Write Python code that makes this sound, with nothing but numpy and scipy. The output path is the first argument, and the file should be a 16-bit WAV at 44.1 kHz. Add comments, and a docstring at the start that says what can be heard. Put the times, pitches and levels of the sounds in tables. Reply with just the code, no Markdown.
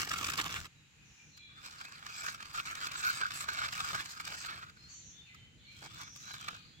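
"""Toy motorbike outdoors

A plastic toy motorbike is pushed by hand over brick, then in spurts along a stone wall.
Grit and tyre knobs rattle its hollow shell and hiss under the wheels; bumps knock it, the axles rub.
Birds whistle and trill among the trees behind, over a low distant rumble."""
import sys
import numpy as np
from scipy import signal
from scipy.fft import rfft, irfft
from scipy.io import wavfile
from scipy.ndimage import uniform_filter1d

SR = 44100
rng = np.random.default_rng(int(sys.argv[2]) if len(sys.argv) > 2 else 0)


def bounce(signal):
    """Save signal as a 16-bit WAV file at the path given by the first command-line argument."""
    frames = np.transpose(np.atleast_2d(signal))
    limited = np.clip(frames, -1, 1)
    pcm = np.round(limited * 32767).astype(np.int16)
    wavfile.write(sys.argv[1], SR, pcm)


N = 299880
TIME = np.arange(N) / SR

# Table levels are relative: the functions set the final mix.
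# tone of the low rumble, far off and under the wheels: freq_hz, level_db
RUMBLE_SPECTRUM = [(12, -44), (20, -31), (49, -10), (91, -3.5), (147, -4), (236, -13.5), (313, -16.5),
                   (343, -19), (386, -25), (468, -23), (700, -32.5), (910, -81), (1540, -120)]
# slow rise of the far rumble: time_s, level_db
FAR_RUMBLE_FADE = [(0.8, -68), (5.0, -64), (6.8, -62.5)]
# hiss of the woods and their insects: freq_hz, level_db
WOODS_SPECTRUM = [(350, -67), (600, -49), (758, -12), (1050, -15.5), (1470, -9.5), (2270, -8), (2470, -5.5),
                  (2760, -7.5), (3530, -12.5), (3890, -10), (4110, -12.5), (5790, -18.5), (6920, -9),
                  (8500, -27), (16000, -33.5)]
# bouts of distant twittering: start_s, length_s, low_hz, high_hz, level_db
BIRD_TWITTERS = [(0.704, 0.85, 2450, 3120, -77), (1.311, 0.24, 3880, 4530, -71),
                 (4.743, 0.11, 4520, 6150, -69.5), (4.898, 0.49, 3070, 4710, -70.5),
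                 (5.24, 0.1, 2216, 3390, -69), (5.562, 0.36, 2900, 4360, -65.5),
                 (6.344, 0.17, 3035, 4005, -60), (6.499, 0.18, 3990, 5010, -65)]
# nearer whistles: start_s, length_s, first_hz, last_hz, level_db
BIRD_WHISTLES = [(.73, .1, 3890, 3810, -76), (0.96, 0.1, 2540, 2454, -72), (1.141, 0.11, 2480, 2340, -68),
                 (1.267, 0.24, 4386, 3700, -66.5), (1.354, 0.14, 2450, 2340, -65.5),
                 (1.535, 0.06, 3660, 3540, -63), (1.364, 0.19, 3405, 3406, -64.5),
                 (4.758, 0.085, 4320, 4190, -63.5), (4.873, 0.06, 4540, 4416, -63),
                 (5.105, 0.14, 3486, 3677, -63), (5.229, 0.093, 3020, 2100, -67),
                 (5.279, .06, 2100, 1970, -64.5), (5.354, 0.12, 3100, 3030, -68),
                 (5.604, 0.15, 4465, 3916, -66), (5.612, 0.15, 2100, 2564, -65),
                 (5.713, 0.17, 3270, 3290, -66.5), (5.87, 0.17, 3540, 3500, -62.5),
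                 (6.182, 0.172, 3990, 3950, -59.5), (6.304, 0.17, 4000, 2840, -61.5),
                 (6.52, 0.085, 2645, 2350, -66), (6.722, 0.086, 3294, 3480, -64.5)]
# trills: start_s, length_s, low_hz, high_hz, level_db, notes_per_s
BIRD_TRILLS = [(1.029, 0.34, 5360, 7120, -68.5, 39), (4.883, 0.11, 5780, 7450, -54, 93),
               (5.024, 0.092, 5710, 7000, -57, 61), (5.98, 0.166, 5350, 6460, -57.5, 37),
               (6.14, 0.17, 5490, 7000, -57, 34)]

# Noise swells, three tables: start_s, length_s, centre_hz, width_hz, level_db
LOW_SWELLS = [(0.575, 0.07, 77, 50, -51.5), (3.45, 0.68, 116, 110, -60), (3.9, 0.086, 686, 700, -56.5),
              (4.24, 0.17, 640, 700, -59.5), (5.81, 0.073, 650, 900, -57), (6.482, 0.019, 700, 1000, -53),
              (6.48, 0.083, 350, 900, -59)]  # dull thuds and a longer swell of low wheel rumble
AXLE_RUBS = [(1.76, 0.094, 4900, 1380, -56.5), (1.92, 0.075, 4670, 1200, -60),
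             (2.11, 0.14, 5270, 1100, -50), (2.15, 0.082, 7550, 900, -51), (2.47, 0.093, 4840, 160, -59),
             (2.55, .06, 2650, 900, -48), (2.655, 0.068, 2400, 700, -47), (2.95, 0.077, 7730, 1300, -49.5),
             (3.03, 0.093, 14000, 4000, -53.5), (3.045, 0.085, 2350, 650, -46),
             (3.12, 0.11, 7900, 1600, -50.5), (3.315, 0.15, 7570, 1900, -47.5),
             (3.315, 0.15, 10800, 2400, -57.5), (3.715, 0.1, 2700, 550, -47.5),
             (4.34, 0.13, 6100, 3500, -47.5)]  # an axle or a skidding tyre sings
WHEEL_GRINDS = [(1.53, 0.12, 1390, 397, -73), (1.58, 0.15, 2450, 300, -66.5), (1.8, 0.2, 2460, 450, -61.5),
                (1.82, 0.14, 1550, 250, -70), (2.03, 0.28, 2410, 330, -57), (2.535, 0.068, 1420, 260, -54),
                (2.65, 0.12, 1395, 300, -55), (2.8, 0.085, 1350, 262, -55), (3.02, 0.11, 1434, 220, -47),
                (3.19, 0.11, 1480, 260, -50.5), (4.42, 0.12, 1520, 200, -66)]  # a dragging wheel sets the shell singing
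# Slow creep between pushes, one table per ground: time_s, shell_db, grit_db
BRICK_CREEP = [(-0.01, -50, -51), (0.06, -50, -48.5), (0.3, -44, -43), (0.36, -46.5, -47.5),
               (0.57, -42, -45), (0.61, -52.5, -50), (0.667, -53.5, -55.5), (0.685, -75, -77)]
WALL_CREEP = [(1.49, -62.5, -87), (1.53, -60.5, -78), (1.6, -60.5, -67), (1.66, -54.5, -64),
              (1.8, -51.5, -59), (2.0, -56.5, -65.5), (2.1, -46, -60), (2.38, -54, -64),
              (2.47, -49.5, -59.5), (2.64, -51.5, -59), (2.9, -43.5, -58), (3.24, -42, -55),
              (3.285, -50, -55.5), (3.46, -49, -59), (3.7, -47, -55.5), (4.08, -48.5, -55),
              (4.15, -50, -56), (4.23, -49.5, -57), (4.58, -47.5, -59), (4.67, -55, -69), (4.74, -72, -81),
              (4.95, -63, -71)]
BLOCK_CREEP = [(5.62, -82, -85), (5.79, -61, -60), (5.9, -56, -63.5), (5.95, -50, -54.5), (6.08, -50, -67),
               (6.13, -67, -68), (6.2, -58.5, -58), (6.45, -48, -59.5), (6.55, -50.5, -60.5),
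               (6.62, -64, -72), (6.74, -67, -82)]
# pushes of the hand: start_s, length_s, shell_db, grit_db, rise_db
HAND_PUSHES = [(-0.01, 0.053, -39.5, -38.5, -8), (0.102, 0.21, -42.5, -45.5, -3),
               (0.373, 0.043, -41.5, -40, -6), (0.423, 0.14, -46, -50, -5), (1.63, 0.051, -47, -55.5, -0.5),
               (1.918, 0.072, -51.5, -61.5, 0), (2.066, 0.23, -46, -51, 11.5),
               (2.27, 0.078, -49.5, -53.5, -1), (2.542, 0.042, -39.5, -47, 4),
               (2.653, 0.067, -41, -50, -1.5), (2.768, 0.089, -41.5, -50.5, 5), (2.93, 0.076, -43, -49, 6),
               (3.027, 0.097, -37, -45.5, -1.5), (3.125, 0.079, -42, -47, -4),
               (3.317, 0.11, -41.5, -48.5, 2), (3.479, 0.18, -38.5, -49.5, 3),
               (3.722, 0.11, -41.5, -47, -0.5), (3.843, 0.068, -39.5, -46, 0.5),
               (3.928, 0.091, -38, -48, -2.5), (4.067, 0.046, -54.5, -52.5, 12.5),
               (4.266, 0.083, -44.5, -50.5, 0.5), (4.341, 0.13, -46.5, -52.5, 4),
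               (4.482, 0.097, -42.5, -58.5, -8.5), (4.615, 0.021, -51, -62, -7),
               (5.81, 0.051, -49, -56, 6.5), (5.982, 0.042, -43.5, -53, 3), (6.242, 0.078, -48.5, -57, 3),
               (6.334, 0.0089, -40.5, -52.5, 4)]
# the loudest bumps under the wheels: time_s, shell_db, grit_db
WHEEL_BUMPS = [(0.018, -17, -8.5), (0.076, -10, -32), (0.095, -32, -13), (0.116, -6, -16), (0.137, -8, -13),
               (0.186, -18, -14.5), (0.231, -8, -18), (0.246, -8, -11), (0.271, -14, -15), (0.288, -6, -21),
               (0.302, -10, -13.5), (0.338, -9, -13.5), (0.384, -7.5, -17), (0.392, -2, -26),
               (0.401, -1.5, -26), (0.414, -7, -12.5), (0.455, -11, -25), (0.464, -6.5, -25),
               (0.516, -22, -33), (0.526, -19, -17.5), (0.543, -18, -31), (0.567, -11, -30),
               (0.656, -17.5, -29), (1.377, -30, -29.5), (1.663, -16.5, -25.5), (1.711, -26, -27.5),
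               (1.814, -15, -25), (1.853, -15, -27), (1.923, -20, -29), (2.028, -20, -42),
               (2.066, -12, -22.5), (2.286, -7.5, -23), (2.348, -15, -30), (2.406, -16.5, -31),
               (2.428, -14, -24.5), (2.457, -18, -28), (2.601, -7.5, -33), (2.754, -11.5, -17.5),
               (2.87, -5.5, -19), (2.918, -17, -19), (2.958, -9.5, -36), (3.038, -10, -30),
               (3.214, -5.5, -18), (3.237, -13, -33), (3.266, -15, -23.5), (3.308, -11, -21),
               (3.442, -10.5, -23), (3.488, -6, -20.5), (3.588, -10.5, -40), (3.618, -8, -27),
               (3.649, -9.5, -22), (3.687, -8.5, -23.5), (3.805, -6, -16), (3.889, -15, -19.5),
               (3.95, -6.5, -16.5), (4.059, -15.5, -21), (4.202, -12, -28), (4.253, -22, -19),
               (4.277, -11.5, -25), (4.322, -11.5, -28), (4.449, -11.5, -25), (4.628, -17.5, -42),
               (4.699, -25.5, -35.5), (4.772, -30, -50), (5.348, -27, -35), (6.162, -22.5, -25),
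               (6.31, -14.5, -37), (6.412, -18, -26), (6.446, -19, -29), (6.486, -5.5, -19),
               (6.508, -20, -32), (6.548, -28, -33), (6.568, -27, -46)]
# lasting rings of the hollow shell: pitch_hz, width_hz, lift_db
SHELL_MODES = [(1125, 81, 1), (1300, 72, -0.5), (1520, 25, -1), (1674, 27, 2), (2290, 274, 6.5),
               (2630, 74, 2.5)]
# Stereo tone colours, four tables: freq_hz, level_db, left_minus_right_db, left_lead_rad
SHELL_ON_BRICK = [(120, -13, -4, 0), (310, -3, -1, 0.9), (570, -12.5, -3, -1.5), (795, -6, -3, 1.1),
                  (980, -5, -9, -1.5), (1226, 5.5, -6.5, -0.5), (1490, 0.5, 8, -2.5), (1630, 4.5, 5, -2.5),
                  (1910, 0, -3, -2), (2340, -5.5, -1.5, -7.5), (3070, 0.5, -6.5, -4), (4200, -7.5, -1, -7),
                  (7000, -20.5, -1, -20.5)]
SHELL_ON_STONE = [(150, -18.5, 2, -1), (540, -22.5, -3, 1.6), (770, -15.5, -1.5, -1.5),
                  (980, -12.5, -4, -1.5), (1262, 0.5, 0, -1.76), (1446, 1, -0.5, -3.5), (1574, -2, -5, -4),
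                  (1890, -9.5, -3, -4.5), (2010, -12, 4.5, -5), (2450, -10.5, -1.5, -5.5),
                  (2810, -12, -3, -7), (4370, -8, -2.5, -9), (7000, -40, 0, -16)]
GRIT_SCRAPE = [(990, -48.5, 51, -14.5), (2400, -1, 19, -8.5), (3530, 1.5, 6.5, -6.5), (4900, 7, -0.5, -11),
               (6450, 2, -0.5, -14), (6400, 3.5, 1, -14.5), (7050, 3.5, -2, -17), (8360, -1.5, -7.5, -18),
               (9350, -19.5, -10.5, -32), (10340, -18.5, -16, -18.5), (12400, -12.5, -9, -35.5),
               (16000, -17.5, -15, -27)]
SAND_CRACK = [(2000, -20, 0, -5), (7800, 0, -3, -17), (9400, -9, -4, -21), (12000, -6, -6, -27),
              (16000, -7, -8, -36)]


def amp(db):
    """Decibels to gain."""
    return np.exp(np.asarray(db) * (np.log(10) / 20))


def unit(x):
    """Scales to an rms of one."""
    return x / np.sqrt(np.mean(x ** 2) + 1e-20)


def add(track, start_s, sound):
    """Mixes a sound in at a time."""
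    part = track[max(round(start_s * SR), 0):][:len(sound)]
    part += sound[:len(part)]


def curves(table, hz):
    """The columns of a table, joined by lines on a log-frequency axis."""
    points_hz, *columns = np.transpose(table)
    return [np.interp(np.log(hz + 1), np.log(points_hz + 1), column) for column in columns]


def noise(spectrum):
    """Steady noise with a given spectrum."""
    gain = amp(curves(spectrum, np.fft.rfftfreq(N, 1 / SR))[0])
    return unit(irfft(rfft(rng.standard_normal(N)) * gain, N))


def wander(hz):
    """Smooth random modulation, up to about a given rate."""
    rolloff = 1 + (np.fft.rfftfreq(N, 1 / SR) / hz) ** 4
    return unit(irfft(rfft(rng.standard_normal(N)) / rolloff, N))


def glide(hz):
    """A sine that follows a pitch curve."""
    return np.sin(2 * np.pi * np.cumsum(hz) / SR)


def echoes(x, t60_s, wet_db):
    """Adds a dense dying tail, unrelated on the two sides; the power stays the same."""
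    t = np.arange(int(t60_s * SR)) / SR
    tail = rng.standard_normal((2, len(t))) * np.exp(-np.log(1000) * t / t60_s)
    tail *= amp(wet_db) / np.linalg.norm(tail, axis=1, keepdims=True)
    return (x + signal.fftconvolve(x[None], tail, axes=1)[:, :N]) / np.hypot(1, amp(wet_db))


def radiate(force, colour, size=4096):
    """Rings a force through a minimum-phase body response and spreads it in stereo."""
    db, balance_db, lead_rad = curves(colour, np.fft.rfftfreq(size, 1 / SR))
    log_gain = np.log(unit(amp(db)))
    mirrored = np.r_[log_gain, log_gain[-2:0:-1]]
    response = np.exp(np.conj(signal.hilbert(mirrored)))[:len(db)]
    side = amp(balance_db / 2) * np.exp(.5j * lead_rad)
    taps = np.fft.fftshift(irfft([response * side, response / side]), axes=1)
    return signal.fftconvolve(force * np.ones((2, 1)), taps, axes=1)[:, size // 2:][:, :N]


def rumble(side_db):
    """Low noise, nearly the same on both sides."""
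    return noise(RUMBLE_SPECTRUM) + amp(side_db) * noise(RUMBLE_SPECTRUM) * np.array([[1], [-1]])


def outdoors(woods_db=-66):
    """The bed: a far rumble that slowly grows, and the wide faint hiss of the woods."""
    fade_db = np.interp(TIME, *np.transpose(FAR_RUMBLE_FADE))
    far = rumble(side_db=-8.5) * amp(fade_db + 1.9 * wander(8.6))
    woods = np.array([noise(WOODS_SPECTRUM), noise(WOODS_SPECTRUM)]) * amp(1.3 * wander(3.1))
    return far + woods * amp(woods_db)


def chorus(chirps_per_s=220, fall=0.148, trim_db=-4):
    """Birds deeper in the woods: bouts of short falling chirps at chance times and pitches."""
    track = np.zeros(N)
    progress = np.linspace(0, 1, SR // 25)
    for start, length, low_hz, high_hz, db in BIRD_TWITTERS:
        for when, pitch, steep in rng.random((int(chirps_per_s * length), 3)):
            hz = (low_hz + pitch * (high_hz - low_hz)) * (1 - fall * (1 + steep) / 2 * progress)
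            add(track, start + when * length, amp(db + trim_db) * glide(hz) * np.sin(np.pi * progress))
    return track


def birds(whistle_waver=0.0108, trill_waver=0.0198, uneven=.35):
    """Gliding whistles, quick uneven trills and the far chorus, blurred by the trees."""
    whistles, trills = np.zeros((2, N))
    drift, haste = wander(97), np.exp(uneven * wander(40))
    for start, length, first_hz, last_hz, db in BIRD_WHISTLES:
        n = int(length * SR)
        waver = 1 + whistle_waver * np.roll(drift, -int(start * SR))[:n]
        hz = np.linspace(first_hz, last_hz, n) * waver
        add(whistles, start, amp(db) * unit(glide(hz) * signal.windows.tukey(n, .7)))
    for start, length, low_hz, high_hz, db, notes_per_s in BIRD_TRILLS:
        span = slice(int(start * SR), int((start + length) * SR))
        sweep = np.cumsum(notes_per_s * haste[span] / SR) % 1  # each note falls from high to low
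        hz = (high_hz + (low_hz - high_hz) * sweep) * (1 + trill_waver * drift[span])
        add(trills, start, amp(db) * unit(glide(hz) * signal.windows.tukey(len(hz), .1)))
    far_whistles = echoes(whistles + chorus(), t60_s=.7, wet_db=11)
    far_trills = echoes(trills, t60_s=.46, wet_db=20)
    return amp(3.5) * far_whistles + amp(1.0) * far_trills


def friction(swells, rough_db=3.5, rough_hz=120):
    """Rubs, grinds and low swells: uneven noise fades in and out in one resonance each."""
    track = np.zeros(N)
    hz = np.fft.rfftfreq(SR, 1 / SR)
    for start, length, centre_hz, width_hz, db in swells:
        n = int(length * SR)
        band = 1 / (1 + (2 * (hz - centre_hz) / width_hz) ** 4)
        band_noise = unit(irfft(band * rfft(rng.standard_normal(SR)))[:n])
        add(track, start, amp(db) * band_noise * signal.windows.tukey(n, .7))
    return track * unit(amp(rough_db * wander(rough_hz)))


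def stroke(length_s, rise_db, attack_s, release_s=0.023):
    """The envelope of a push: the wheels take hold, gather or lose speed, then come to rest."""
    t = np.arange(int(length_s * SR) + SR // 8) / SR - attack_s / 2
    attack = np.clip(t / attack_s + .5, 0, 1)
    ramp = amp(rise_db * (np.clip(t / length_s, 0, 1) - .5))
    release = np.exp(-np.maximum(t - length_s, 0) / release_s)
    return attack * ramp * release


def hand_drive(creep, attack_s=0.0062):
    """How hard shell and grit are driven on one ground: push or slow creep, whichever is stronger."""
    times, *creep_db = np.transpose(creep)
    drive = amp([np.interp(TIME, times, db, left=-200, right=-200) for db in creep_db])
    for start, length, shell_db, grit_db, rise_db in HAND_PUSHES:
        if times[0] < start + length / 2 < times[-1]:
            onset = round((start - attack_s / 2) * SR)
            envelope = stroke(length, rise_db, attack_s)[max(-onset, 0):]
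            push = np.outer(amp([shell_db, grit_db]), envelope)
            part = drive[:, max(onset, 0):][:, :push.shape[1]]
            part[:] = np.maximum(part, push[:, :part.shape[1]])
    return drive


def trundle(drive, db, follow):
    """The low rumble of the wheels on the ground grows gently with the push."""
    return amp(db) * (drive[0] / drive[0].max()) ** follow * rumble(side_db=-13.0)


def sand(grit, cracks_per_s=60, trim_db=-13):
    """Now and then a grain of sand cracks under the load: a tiny bright tick."""
    load = np.sqrt(abs(uniform_filter1d(grit ** 2, size=600)))
    sizes = amp(2.6 * np.minimum(rng.exponential(1, N), 3))
    cracks = unit(sizes * (rng.random(N) < cracks_per_s / SR))
    burst = np.hanning(61)
    power = np.convolve((load * cracks) ** 2, burst / burst.sum(), "same")
    return amp(trim_db) * radiate(np.sqrt(power) * rng.standard_normal((2, N)), SAND_CRACK)


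def roll(drive, grains_per_s, spread_db, clump_db, ridge_db, shell_db, grit_db,
         knobs_hz=190, knob_db=1.0, ridges_hz=35):
    """Grains strike the wheels in clumps, with each tyre knob and over ridges: shell and grit forces."""
    knobs = np.cos(2 * np.pi * np.cumsum(knobs_hz * (1 + 0.18 * wander(4.9))) / SR)
    pressure = amp(clump_db * wander(204) + knob_db * knobs)
    sizes = amp(spread_db * np.minimum(rng.exponential(1, (2, N)), 5))
    strikes = rng.random(N) < grains_per_s / SR
    grains = sizes * strikes * pressure * rng.choice([-1, 1], N)
    grains /= np.sqrt(abs(uniform_filter1d(grains ** 2, size=1300)) + 1e-9)  # the hand steadies the load
    ridges = wander(ridges_hz)
    ridges = unit(ridges - uniform_filter1d(ridges, size=2600))
    return grains * drive * amp(ridge_db * ridges + [[shell_db], [grit_db]])


def bumps(rise_s=0.0038, fall_s=0.0045, snap=2.0, grit_sharpness=1.47, trim_db=1):
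    """Short knocks: a quick rise, a snap, a chatter; briefer in the grit."""
    shell, grit = np.zeros((2, N))
    t = np.arange(-SR // 100, SR // 20) / SR
    envelope = np.exp(np.minimum(t / rise_s, -t / fall_s))
    shapes = np.array([envelope, envelope ** grit_sharpness]) * np.where(t == 0, snap, 1)
    knock, tick = shapes / np.linalg.norm(shapes, axis=1, keepdims=True)
    for time_s, shell_db, grit_db in WHEEL_BUMPS:
        chatter = rng.choice([-1., 1.], len(t))
        add(shell, time_s + t[0], amp(shell_db + trim_db) * chatter * knock)
        add(grit, time_s + t[0], amp(grit_db + trim_db) * chatter * tick)
    return np.array([shell, grit])


def jostle(force, t60_s, wet_db):
    """Loose plastic parts jostle after each strike, never twice alike; the power stays the same."""
    decay = np.exp(-2 * np.log(1000) / (t60_s * SR))
    power = signal.lfilter([1 - decay], [1, -decay], force ** 2 + 1e-24)
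    rattle = np.sqrt(power) * rng.standard_normal((2, N))
    return (force + amp(wet_db) * rattle) / np.hypot(1, amp(wet_db))


def hollow_shell(force):
    """The shell's modes ring on after each grain."""
    for hz, width_hz, lift_db in SHELL_MODES:
        mode = signal.lfilter(*signal.iirpeak(hz, hz / width_hz, SR), force)
        force = force + (amp(lift_db) - 1) * mode
    return force


def shifting_grip(force, centre_hz=1420, swing=0.06, shifts_per_s=7, width_hz=110, lift_db=5):
    """One resonance of the shell slides about as the hand's grip and the load change."""
    hz = centre_hz * np.exp(swing * wander(shifts_per_s))
    carrier = np.exp(2j * np.pi * np.cumsum(hz) / SR)
    pole = np.exp(-np.pi * width_hz / SR)
    resonance = 2 * (carrier * signal.lfilter([1 - pole], [1, -pole], force / carrier)).real
    return force + (amp(lift_db) - 1) * resonance


def turning_wheels(x, depth_db):
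    """As the wheels turn and the grip shifts, narrow resonances come and go."""
    spectra = signal.stft(x, nperseg=512, noverlap=384)[2]
    patch = np.outer(np.hanning(5), np.hanning(35))  # frequency bins by time frames
    ripple = unit(signal.fftconvolve(rng.standard_normal(spectra.shape[1:]), patch, "same"))
    return signal.istft(spectra * unit(amp(depth_db * ripple)), nperseg=512, noverlap=384)[1][:, :N]


def toy_motorbike(brick_ends_s=0.69):
    """Rolling and bumps drive the hollow shell and the bright scrape; grinds sing in the shell."""
    brick, wall, block = hand_drive(BRICK_CREEP), hand_drive(WALL_CREEP), hand_drive(BLOCK_CREEP)
    rolling = (
        roll(brick, grains_per_s=5200, spread_db=4.5, clump_db=2.5, ridge_db=0.55,
             shell_db=4, grit_db=-2)
        + roll(wall, grains_per_s=8500, spread_db=3, clump_db=1.45, ridge_db=1.32,
               shell_db=2.5, grit_db=1)
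        + roll(block, grains_per_s=5000, spread_db=4.5, clump_db=0.5, ridge_db=1,
               shell_db=0, grit_db=0))
    knocks, grit = rolling + bumps()
    rattle = jostle(knocks, t60_s=.015, wet_db=-11)
    scrape = jostle(grit, t60_s=.004, wet_db=6)
    shell = amp(-5.5) * shifting_grip(hollow_shell(rattle))
    on_brick = TIME < brick_ends_s
    body = radiate(shell * on_brick, SHELL_ON_BRICK)
    body += radiate(shell * ~on_brick + friction(WHEEL_GRINDS), SHELL_ON_STONE)
    low_end = (trundle(brick, db=-52, follow=0.3) + trundle(wall, db=-63.5, follow=0.33)
               + trundle(block, db=-59.5, follow=0.64))
    return turning_wheels(body + radiate(scrape, GRIT_SCRAPE), depth_db=2.5) + sand(grit) + low_end


def scene():
    """The toy close by, the woods behind."""
    rubs = echoes(friction(AXLE_RUBS), t60_s=0.013, wet_db=2.5)
    low_swells = echoes(friction(LOW_SWELLS), t60_s=.035, wet_db=-5)
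    return toy_motorbike() + rubs + low_swells + birds() + outdoors()


def record(dry):
    """A steep low-pass trims the very top of the mix."""
    lowpass = signal.firwin(511, cutoff=16050, window=("kaiser", 9), fs=SR)
    return signal.oaconvolve(dry, lowpass[None], "same")


dry = scene()
out = record(dry)
bounce(out)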